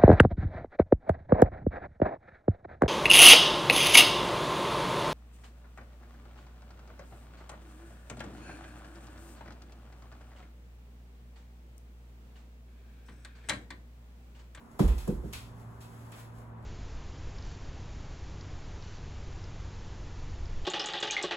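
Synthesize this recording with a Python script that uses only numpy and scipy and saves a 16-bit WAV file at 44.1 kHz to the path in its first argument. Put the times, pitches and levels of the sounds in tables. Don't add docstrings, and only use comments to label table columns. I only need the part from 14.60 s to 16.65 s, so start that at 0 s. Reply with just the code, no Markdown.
import sys
import numpy as np
from scipy import signal
from scipy.fft import rfft, irfft
from scipy.io import wavfile
from scipy.ndimage import uniform_filter1d

SR = 44100
rng = np.random.default_rng(int(sys.argv[2]) if len(sys.argv) > 2 else 0)


def generate_wav(signal):
    frames = np.transpose(np.atleast_2d(signal))
    scaled = np.clip(frames, -1, 1) * 32767
    pcm = np.round(scaled).astype(np.int16)
    wavfile.write(sys.argv[1], SR, pcm)


N = 90404

# (time [s], thump [dB], boom [dB], slap [dB], knock [dB])
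LANDINGS = [(0.1924, 0.5, -2, -38, -31.5), (.4754, -6, -17, -51.5, -33), (.634, -18, -31, -79, -46.5)]
# (time [s], level [dB], contact rise [s], treble roll-off [dB/octave], tick [dB])
CATCHES = [(.114, -77, 0.00077, -4, -61), (0.1906, -40.5, 0.003, 0.5, -44.5),
           (0.278, -49.5, 0.00077, -1.5, -45), (0.281, -45, 0.0015, 7, -70),
           (0.3798, -47.5, 0.0014, -1, -51.5), (0.4767, -52.5, .001, -2, -45.5),
           (0.727, -47, 0.00067, 0.5, -50), (0.7325, -40.5, 0.00046, 2, -38), (1.205, -53, 0.0048, -1, -60),
           (1.519, -51, 0.0024, 5.5, -49), (1.585, -55, 0.011, 5.5, -68), (2.026, -69, 0.0011, 4, -69)]
# (frequency [Hz], relative level [dB], delay [s], rise [s], T60 [s])
HOLLOW_MODES = [(2547, -13, 0.00191, 0.0025, 0.35), (2736, -20, 0.0034, 0.0049, 0.52),
                (3090, -31, 0.00209, .003, 1), (3444, -23, .002, .003, 0.74)]
THUMP_AND_ROOM_MODES = [(432, -22, 0.00104, 0.0014, 0.034), (171.4, -9, 0.01024, 0.0045, 0.072),
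                        (150.8, -25, 0.0102, 0.003, 0.27), (192.8, -22.5, 0.02085, 0.004, 0.23),
                        (219.9, -31.5, 0.02253, 0.0067, 0.44), (268, -27, 0.0182, 0.0038, 0.16),
                        (304.2, -24.5, 0.019, 0.0021, 0.15), (356.1, -34, 0.01507, 0.022, 0.51),
                        (394.3, -30.5, .016, 0.0045, 0.26), (477.5, -42.5, 0.01233, 0.013, 0.34),
                        (490, -43.5, 0.013, 0.0027, 0.51), (518.6, -32.5, .004, 0.0017, 0.1),
                        (592.5, -45.5, 0.00226, 0.0034, 0.54)]
BOOM_MODES = [(46.03, -9.5, 0.03654, 0.022, 0.41), (61.87, -6.5, 0.0419, 0.049, 0.38),
              (82.2, -18.5, 0.0169, 0.049, 0.396), (44.4, -22, 0.1553, 0.066, 0.56),
              (56.64, -39.5, 0.1031, .06, 1.5)]
# (frequency [Hz], level [dB])
HUM_PARTIALS = [(114.5, -48), (172, -64.5), (230, -60), (269, -67.5)]
# (time [s], hum fundamental [dB], rush [dB], rumble [dB])
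SUPPRESSION_GAINS = [(0, -27, -2.5, -8.5), (.45, -10, -2.5, 5.5), (.7, -3.5, -4, 3), (1.0, -2, -0.5, 0.5),
                     (1.5, -2.5, -0.5, -2.5), (2.05, 1.5, 1, 0)]
# (time [s], level [dB])
RUSTLE_LEVEL = [(0, -68), (.09, -71), (.13, -67), (.45, -58), (.61, -70), (.65, -62), (.72, -62.5),
                (.93, -73.5), (1.0, -63), (1.07, -69.5), (1.19, -68), (1.36, -62.5), (1.5, -63.5),
                (1.6, -54.5), (1.71, -71), (1.79, -63.5), (1.94, -80.5), (2.05, -74)]
# (frequency [Hz], relative spectral density [dB])
RUSH_SPECTRUM = [(20, -43), (60, -30), (150, -11), (260, -5.5), (400, -10), (700, -9.5), (1050, -9.5),
                 (1600, -17.5), (2500, -30), (5000, -45), (9000, -54), (16000, -64)]
RUMBLE_SPECTRUM = [(10, -46), (25, -7), (40, -5.5), (60, 5.5), (90, -2.5), (160, -5), (260, -22),
                   (600, -55)]
CLOTH_SPECTRUM = [(300, -1), (1500, 13), (2500, 7), (5000, 3), (7000, 4.5), (9500, 6.5), (12000, 2),
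                  (16000, -0.5)]
PALM_SPECTRUM = [(80, -51), (250, -8), (700, -6), (1050, 3), (1500, -1.5), (2200, 2.5), (2530, 3.5),
                 (2800, 0), (3200, 4.5), (4800, 0.5), (6500, -2.5), (8500, 1), (12000, -3.5), (16000, -9.5)]
TICK_SPECTRUM = [(1500, -1), (4000, -11), (7000, 9.5), (10000, 8), (16000, -6.5)]
SCATTER_SPECTRUM = [(20, -48), (60, -43), (110, -5), (170, -3), (300, -5), (500, -5.5), (620, -20),
                    (900, -30), (2000, -55)]
SLAP_SPECTRUM = [(150, -41), (400, 5), (700, 8.5), (1000, 9), (1400, 0.5), (2000, -5.5), (4000, -79),
                 (16000, -47)]
KNOCK_SPECTRUM = [(50, -47), (200, -14), (400, 7), (560, -5), (700, -5), (850, -22), (1200, -15),
                  (1600, -25), (2500, -50), (8000, -65)]
# (frequency [Hz], correlation [0..1])
COHERENCE = [(60, 0.96), (180, .72), (380, 0.66), (700, 0.19), (1400, 0.059), (3500, 0.073), (6000, 0.42),
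             (8500, 1)]
# (frequency [Hz], left minus right [dB])
BALANCE = [(40, -3.5), (130, -0.5), (300, -2.8), (700, 1), (1400, 2.1), (3000, 2), (7000, 0), (16000, 0)]

RUSH_DB, RUMBLE_DB = -54.5, -52.5
RUSH_WAVER_DB, HUM_WAVER_DB, HUM_DRIFT_FRACTION = 0.4, 1.22, 0.00744
GRAIN_DB, GRAINS_PER_S = 0.5, 100
ECHO_DB, ECHO_DELAYS_S = -15.5, (0.002029, 0.022)
CONTACT_DECAY_S, REVERB_DB = 0.018, -2
ROLLOFF_FROM_HZ, MAX_COHERENCE = 700, 0.96
SCATTER_DB, THUMP_RIGHT_LAG_S = -27.5, 0.00035
RIGHT_LEAD_S, LEAD_FROM_HZ, CUTOFF_HZ = 0.000219, 2300, 15800

TIME_S = np.arange(N) / SR
BIN_HZ = np.maximum(np.arange(N // 2 + 1) * SR / N, 1)


def undb(db):
    return 10 ** (np.asarray(db) / 20)


def over_frequency(table):
    hz, value = np.array(table, float).T
    return np.interp(np.log(BIN_HZ), np.log(hz), value)


def over_time(table, column=1):
    rows = np.array(table, float)
    return np.interp(TIME_S, rows[:, 0], rows[:, column])


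def waver(per_s):
    size = max(int(SR / per_s), 1)
    steps = np.repeat(rng.standard_normal(N // size + 1), size)
    curve = uniform_filter1d(steps, size)[:N]
    return curve / curve.std()


def noise(spectrum, rolloff_db_per_octave=0):
    mid, side = rfft(rng.standard_normal((2, N)))
    coherence = np.clip(over_frequency(COHERENCE), 0, MAX_COHERENCE)
    mid, side = mid * np.sqrt(1 + coherence), side * np.sqrt(1 - coherence)
    octaves = np.log2(np.maximum(BIN_HZ / ROLLOFF_FROM_HZ, 1))
    gain = undb(over_frequency(spectrum) - rolloff_db_per_octave * octaves)
    field = irfft(np.array([mid + side, mid - side]) * gain, N)
    return field / field.std()


def decay(start, rise_s, t60_s):
    age = np.maximum(TIME_S - start, 0)
    return (1 - np.exp(-(age / rise_s) ** 2)) * np.exp(-np.log(1000) * age / t60_s)


def modes(table, start):
    out = np.zeros(N)
    for hz, db, delay, rise, t60 in table:
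        onset = start + delay
        out += undb(db) * decay(onset, rise, t60) * np.sin(2 * np.pi * hz * (TIME_S - onset))
    return out


def smack(start, rise_s, t60_s, direct_db):
    age = np.maximum(TIME_S - start, 0)
    direct = undb(direct_db) * np.exp(-age / CONTACT_DECAY_S)
    return decay(start, rise_s, t60_s) * np.hypot(direct, undb(REVERB_DB))


def reflections(sound, count=7):
    delays = rng.uniform(*ECHO_DELAYS_S, (count, 1))
    comb = 1 + undb(ECHO_DB) * np.exp(-2j * np.pi * delays * BIN_HZ).sum(axis=0)
    comb_rms = np.sqrt(np.mean(abs(comb) ** 2))
    return irfft(rfft(sound) * comb / comb_rms, N)


def room_noise():
    rush_db = RUSH_DB + over_time(SUPPRESSION_GAINS, column=2) + RUSH_WAVER_DB * waver(per_s=31.4)
    rumble_db = RUMBLE_DB + over_time(SUPPRESSION_GAINS, column=3)
    rush = reflections(noise(RUSH_SPECTRUM) * undb(rush_db))
    return rush + noise(RUMBLE_SPECTRUM) * undb(rumble_db)


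def hum():
    out = np.zeros(N)
    for k, (hz, db) in enumerate(HUM_PARTIALS):
        drifting_hz = hz * (1 + HUM_DRIFT_FRACTION * waver(per_s=12))
        phase = 2 * np.pi * np.cumsum(drifting_hz) / SR
        suppression_db = over_time(SUPPRESSION_GAINS, column=1) if k == 0 else 0
        rms = undb(db + suppression_db + HUM_WAVER_DB * waver(per_s=10))
        out += np.sqrt(2) * rms * np.sin(phase)
    return out


def clothes():
    return noise(CLOTH_SPECTRUM) * undb(over_time(RUSTLE_LEVEL) + GRAIN_DB * waver(GRAINS_PER_S))


def catches():
    out = np.zeros((2, N))
    for start, db, rise, rolloff, tick_db in CATCHES:
        palm = noise(PALM_SPECTRUM, rolloff) * smack(start, rise, t60_s=0.42, direct_db=-3.5)
        flutter = np.array([waver(per_s=50), waver(per_s=50)])
        hollow = modes(HOLLOW_MODES, start) * flutter
        tick = noise(TICK_SPECTRUM) * decay(start, rise_s=0.00045, t60_s=0.031)
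        out += undb(db) * (reflections(palm) + hollow) + undb(tick_db) * tick
    return out


def landings():
    out = np.zeros((2, N))
    for start, thump_db, boom_db, slap_db, knock_db in LANDINGS:
        thump = np.array([modes(THUMP_AND_ROOM_MODES, start + lag) for lag in (0, THUMP_RIGHT_LAG_S)])
        scatter = undb(SCATTER_DB) * noise(SCATTER_SPECTRUM) * decay(start, rise_s=0.0076, t60_s=0.41)
        boom = modes(BOOM_MODES, start)
        slap = noise(SLAP_SPECTRUM) * smack(start, rise_s=0.00033, t60_s=0.72, direct_db=4)
        knock = noise(KNOCK_SPECTRUM) * decay(start, rise_s=0.0018, t60_s=0.16)
        out += undb(thump_db) * (thump + scatter) + undb(boom_db) * boom
        out += undb(slap_db) * slap + undb(knock_db) * knock
    return out


def scene():
    return room_noise() + hum() + reflections(clothes()) + catches() + landings()


def record(dry):
    edge_fade = signal.windows.tukey(N, 0.004)
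    left, right = rfft(dry * edge_fade)
    lean = undb(over_frequency(BALANCE) / 2)
    lead = np.exp(2j * np.pi * RIGHT_LEAD_S * np.maximum(BIN_HZ - LEAD_FROM_HZ, 0))
    heard = irfft(np.array([left * lean, right * lead / lean]), N)
    lowpass = signal.ellip(10, 0.2, 80, CUTOFF_HZ, fs=SR, output="sos")
    return signal.sosfilt(lowpass, heard)


dry = scene()
out = record(dry)
generate_wav(out)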